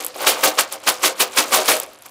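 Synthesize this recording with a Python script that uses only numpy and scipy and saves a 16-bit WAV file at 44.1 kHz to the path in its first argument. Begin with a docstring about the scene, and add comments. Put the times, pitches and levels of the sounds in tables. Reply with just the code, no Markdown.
"""Hard candies in a cardboard carton, shaken about six times a second in a small tiled bathroom.
Each shake slams the heap into the wall: short pitched rings clack, ringing wall modes boom,
then the clatter sinks as the heap rolls to rest. A few stray candies tick alone as sharp ring clusters.
Feedback delays give the tiles a short, duller tail; shaped noise is the hand's low push and the faint air."""
import sys
import numpy as np
from scipy import signal
from scipy.fft import rfft, irfft, next_fast_len
from scipy.io import wavfile

SR = 44100
rng = np.random.default_rng(int(sys.argv[2]) if len(sys.argv) > 2 else 0)


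def store_pcm(level_fs):
    """Save levels as 16-bit WAV."""
    pcm = np.round(np.clip(level_fs, -1, 1) * 32767).astype(np.int16)
    wavfile.write(sys.argv[1], SR, np.atleast_2d(pcm).T)


N = 92610  # 2.1 s


def from_db(db):
    """Turn decibels into an amplitude factor."""
    return 10 ** (np.asarray(db) / 20)


def at_hz(curve, hz):
    """Read a (pitch_hz, level_db) curve at any pitch, straight on a log-frequency axis."""
    points = np.array(curve)
    return np.interp(np.log(hz), np.log(points[:, 0]), points[:, 1])


def ring(clicks, hz, t60_s):
    """Two-pole resonator: a unit click sets a decaying sine of about height 1 ringing."""
    decay = from_db(-60 / (t60_s * SR))
    turn = 2 * np.pi * min(hz, .45 * SR) / SR
    poles = [1, -2 * decay * np.cos(turn), decay * decay]
    return signal.lfilter([0, np.sin(turn)], poles, clicks + 1e-18)


def collisions(rate, spread_db):
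    """Random clicks of uneven size, scaled so that their power does not depend on the rate."""
    loudness = from_db(spread_db * np.minimum(rng.exponential(1, N), 4))
    sizes = loudness * rng.choice([-1, 1], N)
    return sizes * (rng.random(N) < rate / SR) / np.sqrt(rate)


# Spectrum of the bathroom's faint air: pitch_hz, level_db (relative)
AIR_SPECTRUM = [(15, -45), (25, -18), (101, -3), (598, -6.5), (1020, -3.5), (2850, -8.5), (5580, -29),
                (10900, -16), (15500, -45)]
AIR_DB = -53


def room_tone():
    """Steady faint air of the bathroom: noise shaped by a spectrum curve."""
    hz = np.maximum(np.fft.rfftfreq(N, 1 / SR), 10)
    air = irfft(rfft(rng.standard_normal(N)) * from_db(at_hz(AIR_SPECTRUM, hz)), N)
    return from_db(AIR_DB) * air / np.std(air)


HANDLING_HZ, HANDLING_DB = (46, 172), -12  # noise band; level re boom


def handling(boom_db):
    """Faint low push of the moving hand and air: band-limited noise that follows the boom."""
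    push = rng.standard_normal(N) * from_db(boom_db + HANDLING_DB)
    band = signal.butter(1, HANDLING_HZ, "band", fs=SR, output="sos")
    return signal.sosfilt(band, push)


ROOM_T60_S, TILE_CUT_HZ, ROOM_DB = 0.43, 2580, -20  # decay before the tiles' dulling; lowpass; send level


def bathroom(x):
    """Ten feedback delays between tiles, duller on every round."""
    size = next_fast_len(N + SR)
    w = 2 * np.pi * np.fft.rfftfreq(size)
    dull = np.exp(-2 * np.pi * TILE_CUT_HZ / SR)
    wall = (1 - dull) / (1 - dull * np.exp(-1j * w))
    tail = 0
    for k, lag in enumerate((rng.uniform(.008, .03, 10) * SR).astype(int)):
        one_round = from_db(-60 * lag / SR / ROOM_T60_S) * wall * np.exp(-1j * w * lag)
        tail = tail + (-1) ** k * one_round / (1 - one_round)
    return irfft(rfft(x, size) * tail, size)[:N]


# Lone candies: start_s, level_db (peak of the bright part), pitch_hz (held to 11200 at most)
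TICKS = [(0.0074, -22, 9500), (0.0244, -20, 10100), (0.0374, -20, 10300), (0.0472, -7, 12100),
         (0.0515, -15, 11200), (0.0644, -8, 10800), (0.0671, -21, 12000), (0.081, -23, 12100),
         (0.0868, -29, 8500), (0.0989, -32, 8200), (0.13, -38, 8200), (0.1648, -21, 10500),
         (0.1869, -23, 11100), (0.6091, -2, 10400), (0.7249, -10, 10400), (0.7363, -19, 8500),
         (0.7413, -24, 8100), (0.8005, -34, 9100), (0.819, -39, 8400), (0.8378, -27, 8400),
         (1.659, -10, 7700), (1.7679, -10, 9400), (1.7871, -17, 10500), (1.8, -4, 10900),
         (1.8327, -16, 10000), (1.8354, -19, 9300), (1.8629, -30, 9300), (1.8842, -38, 8900),
         (1.9006, -40, 8900), (1.9206, -40, 7800), (1.9334, -30, 10400), (1.9468, -36, 9500),
         (1.96, -39, 8600), (1.988, -36, 9000), (2.0092, -40, 8400), (2.0222, -26, 9900),
         (2.0355, -40, 10900), (2.0579, -30, 8100), (2.0627, -22, 11600), (2.0862, -32, 7300),
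         (2.0931, -35, 11100)]
TICK_T60_S, TICK_RISE_S = .006, .00015
THUD_T60_S, THUD_DB = .008, -16  # level re the bright part


def ticks():
    """A lone candy: a sharp cluster of rings around its pitch, and a small thud on the card."""
    out, t = np.zeros(N + 1000), np.arange(1000) / SR
    ratios = np.linspace(.72, 1.36, 10) * rng.uniform(.95, 1.05, (len(TICKS), 10))
    phases = rng.uniform(0, np.pi, (len(TICKS), 10))
    bright_fade = from_db(-60 * t / TICK_T60_S) * np.minimum(t / TICK_RISE_S, 1)
    thud = np.sin(2 * np.pi * 1150 * t) + .5 * np.sin(2 * np.pi * 3200 * t)
    thud = from_db(THUD_DB) * thud * from_db(-60 * t / THUD_T60_S)
    for (start_s, level_db, pitch_hz), near, phase in zip(TICKS, ratios, phases):
        hz = min(pitch_hz, 11200)
        cluster = sum(np.sin(2 * np.pi * hz * k * t + p) for k, p in zip(near, phase))
        bright = cluster * bright_fade
        i = int(start_s * SR)
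        out[i:i + 1000] += from_db(level_db) * (bright / np.abs(bright).max() + thud)
    return out[:N]


# One list per shake, from its slam to the next; the first is a light stir before the first slam.
# time_s, clatter_db, then re clatter: boom_db (hollow), knock_db (upper), treble_db (top)
SHAKES = [
    [(0.145, -39.5, 4, -6, -7), (0.185, -36.5, 4.5, 3, -8), (0.195, -34.5, 0.5, 5, -3),
     (0.217, -27, -0.5, -0.5, -3.5), (0.245, -27.5, -1, 5, -4), (0.257, -30.5, -1, 5, -6),
     (0.265, -26, -4, 7, -2)],
    [(0.271, -9, -19, -6, -6), (0.291, -14.5, -3.5, -7.5, 1), (0.359, -31.5, -0.5, 2, -9),
     (0.423, -31.5, -1, -1.5, -3), (0.43, -25, 4, 1, -12)],
    [(0.438, -14, -3, 6, 0.5), (0.48, -18.5, 3, -14, -3.5), (0.532, -37.5, -15, 7, -8),
     (0.566, -36, 0, -9, -4), (0.578, -28.5, 1.5, 4, -11)],
    [(0.588, -10.5, -8.5, 3, -8), (0.608, -19, -9.5, -10.5, 1.5), (0.66, -41.5, -4, -10, -14),
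     (0.712, -44, -22, -6, -9)],
    [(0.8, -50, 0, -5, -10), (0.81, -43, -7, -8, -24), (0.82, -49, -17, 1, -11), (0.828, -42, 2, -2, -17),
     (0.84, -37.5, -7, -3, -13), (0.86, -39, 4, -8, -4), (0.866, -28, 9.5, 4, -6)],
    [(0.876, -14.5, -21, 3, -4), (0.886, -10.5, -12.5, -1, -2), (0.92, -30, 2, -1, 1),
     (0.968, -38, -13, -8, -11), (1.008, -41, 2, 7, -4), (1.024, -30.5, -4, -3, -9)],
    [(1.034, -17.5, 1, 4, -5), (1.06, -14, -11, -2.5, -1.5), (1.128, -36.5, 2, -2, -10.5),
     (1.148, -48, -14, 8, -4), (1.186, -33, -4, -10, -10), (1.194, -31, -12.5, 4, 2)],
    [(1.204, -13, -8.5, -0.5, -2), (1.224, -16, -2.5, -8.5, 2.5), (1.256, -32.5, 0.5, -0.5, -8),
     (1.304, -43, -2, -1, -9), (1.338, -34.5, -8, 0, -6), (1.356, -35, -3, 4, -3),
     (1.364, -26.5, 5.5, 2, 0)],
    [(1.376, -11.5, -22, -2.5, -11), (1.39, -13, -5.5, -3.5, 0), (1.456, -34.5, -0.5, 1.5, -7.5),
     (1.504, -32.5, -2, -2, -3.5), (1.516, -28.5, 3, -4, -1)],
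    [(1.532, -16.5, -3, 5.5, -4.5), (1.544, -14, -13, 1.5, -1.5), (1.566, -18, 0, -6.5, -1),
     (1.6, -24, 4.5, 4, -6), (1.64, -32, -2, 2, -3.5), (1.674, -25, -16, -2, -3)],
    [(1.683, -13, 0.5, -5, -9), (1.689, -15.5, -4, 4, 1), (1.719, -15.5, -3.5, -6.5, -2),
     (1.76, -27.5, 1.5, -3, -2.5)],
]
# The heap rolls to rest or stirs lightly: time_s, clatter_db, then re clatter: boom_db, knock_db, treble_db
SETTLING = [
    [(0, -32, 0, -2, -8), (.04, -36, -1, -3, -9), (.06, -41, 0, -3, -11), (.075, -39, 0, -3, -11),
     (.1, -44, 0, -3, -13), (.14, -47, 2, -2, -14)],
    [(.718, -33, -4, -3, -3), (.735, -31, -4, -4, -4), (.755, -35, 2, -4, -8), (.772, -45, 3, 0, -14),
     (.792, -50, 3, 0, -14)],
    [(1.79, -34, 1, -1, -4), (1.815, -37, 1, -1, -6), (1.84, -37, 1, -1, -7), (1.87, -48, 3, 0, -11),
     (1.93, -51, 2, 0, -11), (1.98, -54, 3, 0, -13), (2.015, -55, 0, -3, -10), (2.025, -47, -4, -4, -6),
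     (2.045, -54, -2, -3, -8), (2.062, -40, -5, -1, -4), (2.08, -51, -3, -2, -9), (2.1, -54, 0, 0, -8)],
]


def shake_controls():
    """Clatter, boom, knock and treble levels in time, and vigour in dB under the strongest slam."""
    rows = np.vstack([*SHAKES, *SETTLING])
    time_s, *columns = rows[np.argsort(rows[:, 0])].T
    t = np.arange(N) / SR
    clatter_db, boom, knock, treble = [np.interp(t, time_s, column) for column in columns]
    vigour_db = clatter_db - clatter_db.max()
    return clatter_db, clatter_db + boom, clatter_db + knock, clatter_db + treble, vigour_db


RATE_FOLLOWS = .38  # share of the level's swing in dB that the collision rates follow

# Modes of the carton walls and air: pitch_hz, level_db (re boom below 800 Hz, re knock above), t60_s
CARTON_MODES = [(185, -20, 0.053), (303, -5.5, 0.17), (380, -2.5, 0.2), (437, -5.5, 0.063),
                (530, 9.5, 0.048), (633.4, 4.5, 0.093), (706, 1, 0.14), (770.5, 4.5, 0.047),
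                (886, 4, 0.034), (1095, 7, 0.016), (1190, 2.5, 0.028), (1300, 2, 0.029), (1540, 2, 0.016),
                (2250, 1.5, 0.0088)]
WALL_HITS_PER_S, WALL_SPREAD_DB = 2500, 2  # rate at the strongest slam; unevenness


def carton(boom_db, knock_db, vigour_db):
    """Candies strike the cardboard wall; every mode answers each hit with its own strength."""
    hits = collisions(WALL_HITS_PER_S * from_db(RATE_FOLLOWS * vigour_db), WALL_SPREAD_DB)
    hits = hits / np.std(hits)
    out = np.zeros(N)
    for hz, level_db, t60_s in CARTON_MODES:
        drive_db = level_db + (boom_db if hz < 800 else knock_db)
        struck = hits * rng.standard_normal(N) * from_db(drive_db)
        out += ring(struck, hz, t60_s) / np.sqrt(t60_s * SR)  # long modes come out no louder
    return out


def inside(x):
    """Close reflections in the carton smear each click over a few milliseconds: two allpass delays."""
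    gain = .45
    for delay_s in (.0005, .0013):
        gap = np.zeros(int(delay_s * SR))
        x = signal.lfilter([-gain, *gap, 1], [1, *gap, -gain], x)
    return x


# Colour of the candies' clack: pitch_hz, level_db (relative, per Hz)
CLACK = [(880, -30), (1500, -8), (1760, -14), (2380, 0), (2680, -0.5), (2900, -1.5), (5730, -6),
         (9470, -8.5), (15000, -16), (15800, -9.5)]
CLACK_CYCLES = 9.4  # cycles to fall 60 dB at 4 kHz; grows with the root of pitch
COLLISIONS_PER_S, SIZE_SPREAD_DB = 11000, 3  # rate at the strongest slam; unevenness


def candies(clatter_db, treble_db, vigour_db):
    """Each collision rings briefly at one of 28 pitches; harder shaking brings more of them."""
    clicks = collisions(COLLISIONS_PER_S * from_db(RATE_FOLLOWS * vigour_db), SIZE_SPREAD_DB)
    pitches, dealt = np.geomspace(1500, 16000, 28), rng.integers(0, 28, N)
    rings = []
    for k, hz in enumerate(pitches):
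        t60_s = CLACK_CYCLES * np.sqrt(hz / 4000) / hz
        struck = ring(clicks * (dealt == k), hz, t60_s)
        rings.append(from_db(at_hz(CLACK, hz)) * hz * struck)
    mid = inside(sum(rings[:20]))
    top = inside(sum(rings[20:]))  # from about 8.7 kHz
    return from_db(clatter_db) * mid / np.std(mid) + from_db(treble_db) * top / np.std(top)


def scene():
    """The shaken carton, thinned in the bass, with its tiled tail over handling and room air."""
    clatter_db, boom_db, knock_db, treble_db, vigour_db = shake_controls()
    near = candies(clatter_db, treble_db, vigour_db)
    near = near + carton(boom_db, knock_db, vigour_db) + ticks()
    thin = signal.butter(4, 244, "high", fs=SR, output="sos")  # the near sounds carry little below about 244 Hz
    near = signal.sosfilt(thin, near)
    mix = near + from_db(ROOM_DB) * bathroom(near) + handling(boom_db) + room_tone()
    return mix[None]


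CEILING, CUTOFF_HZ = 1.0, 16400


def record(dry):
    """Peaks are rounded by a soft ceiling, then the top is cut steeply."""
    rounded = CEILING * np.tanh(dry / CEILING)
    return signal.sosfilt(signal.cheby2(16, 80, CUTOFF_HZ, fs=SR, output="sos"), rounded)


dry = scene()
out = record(dry)
store_pcm(out)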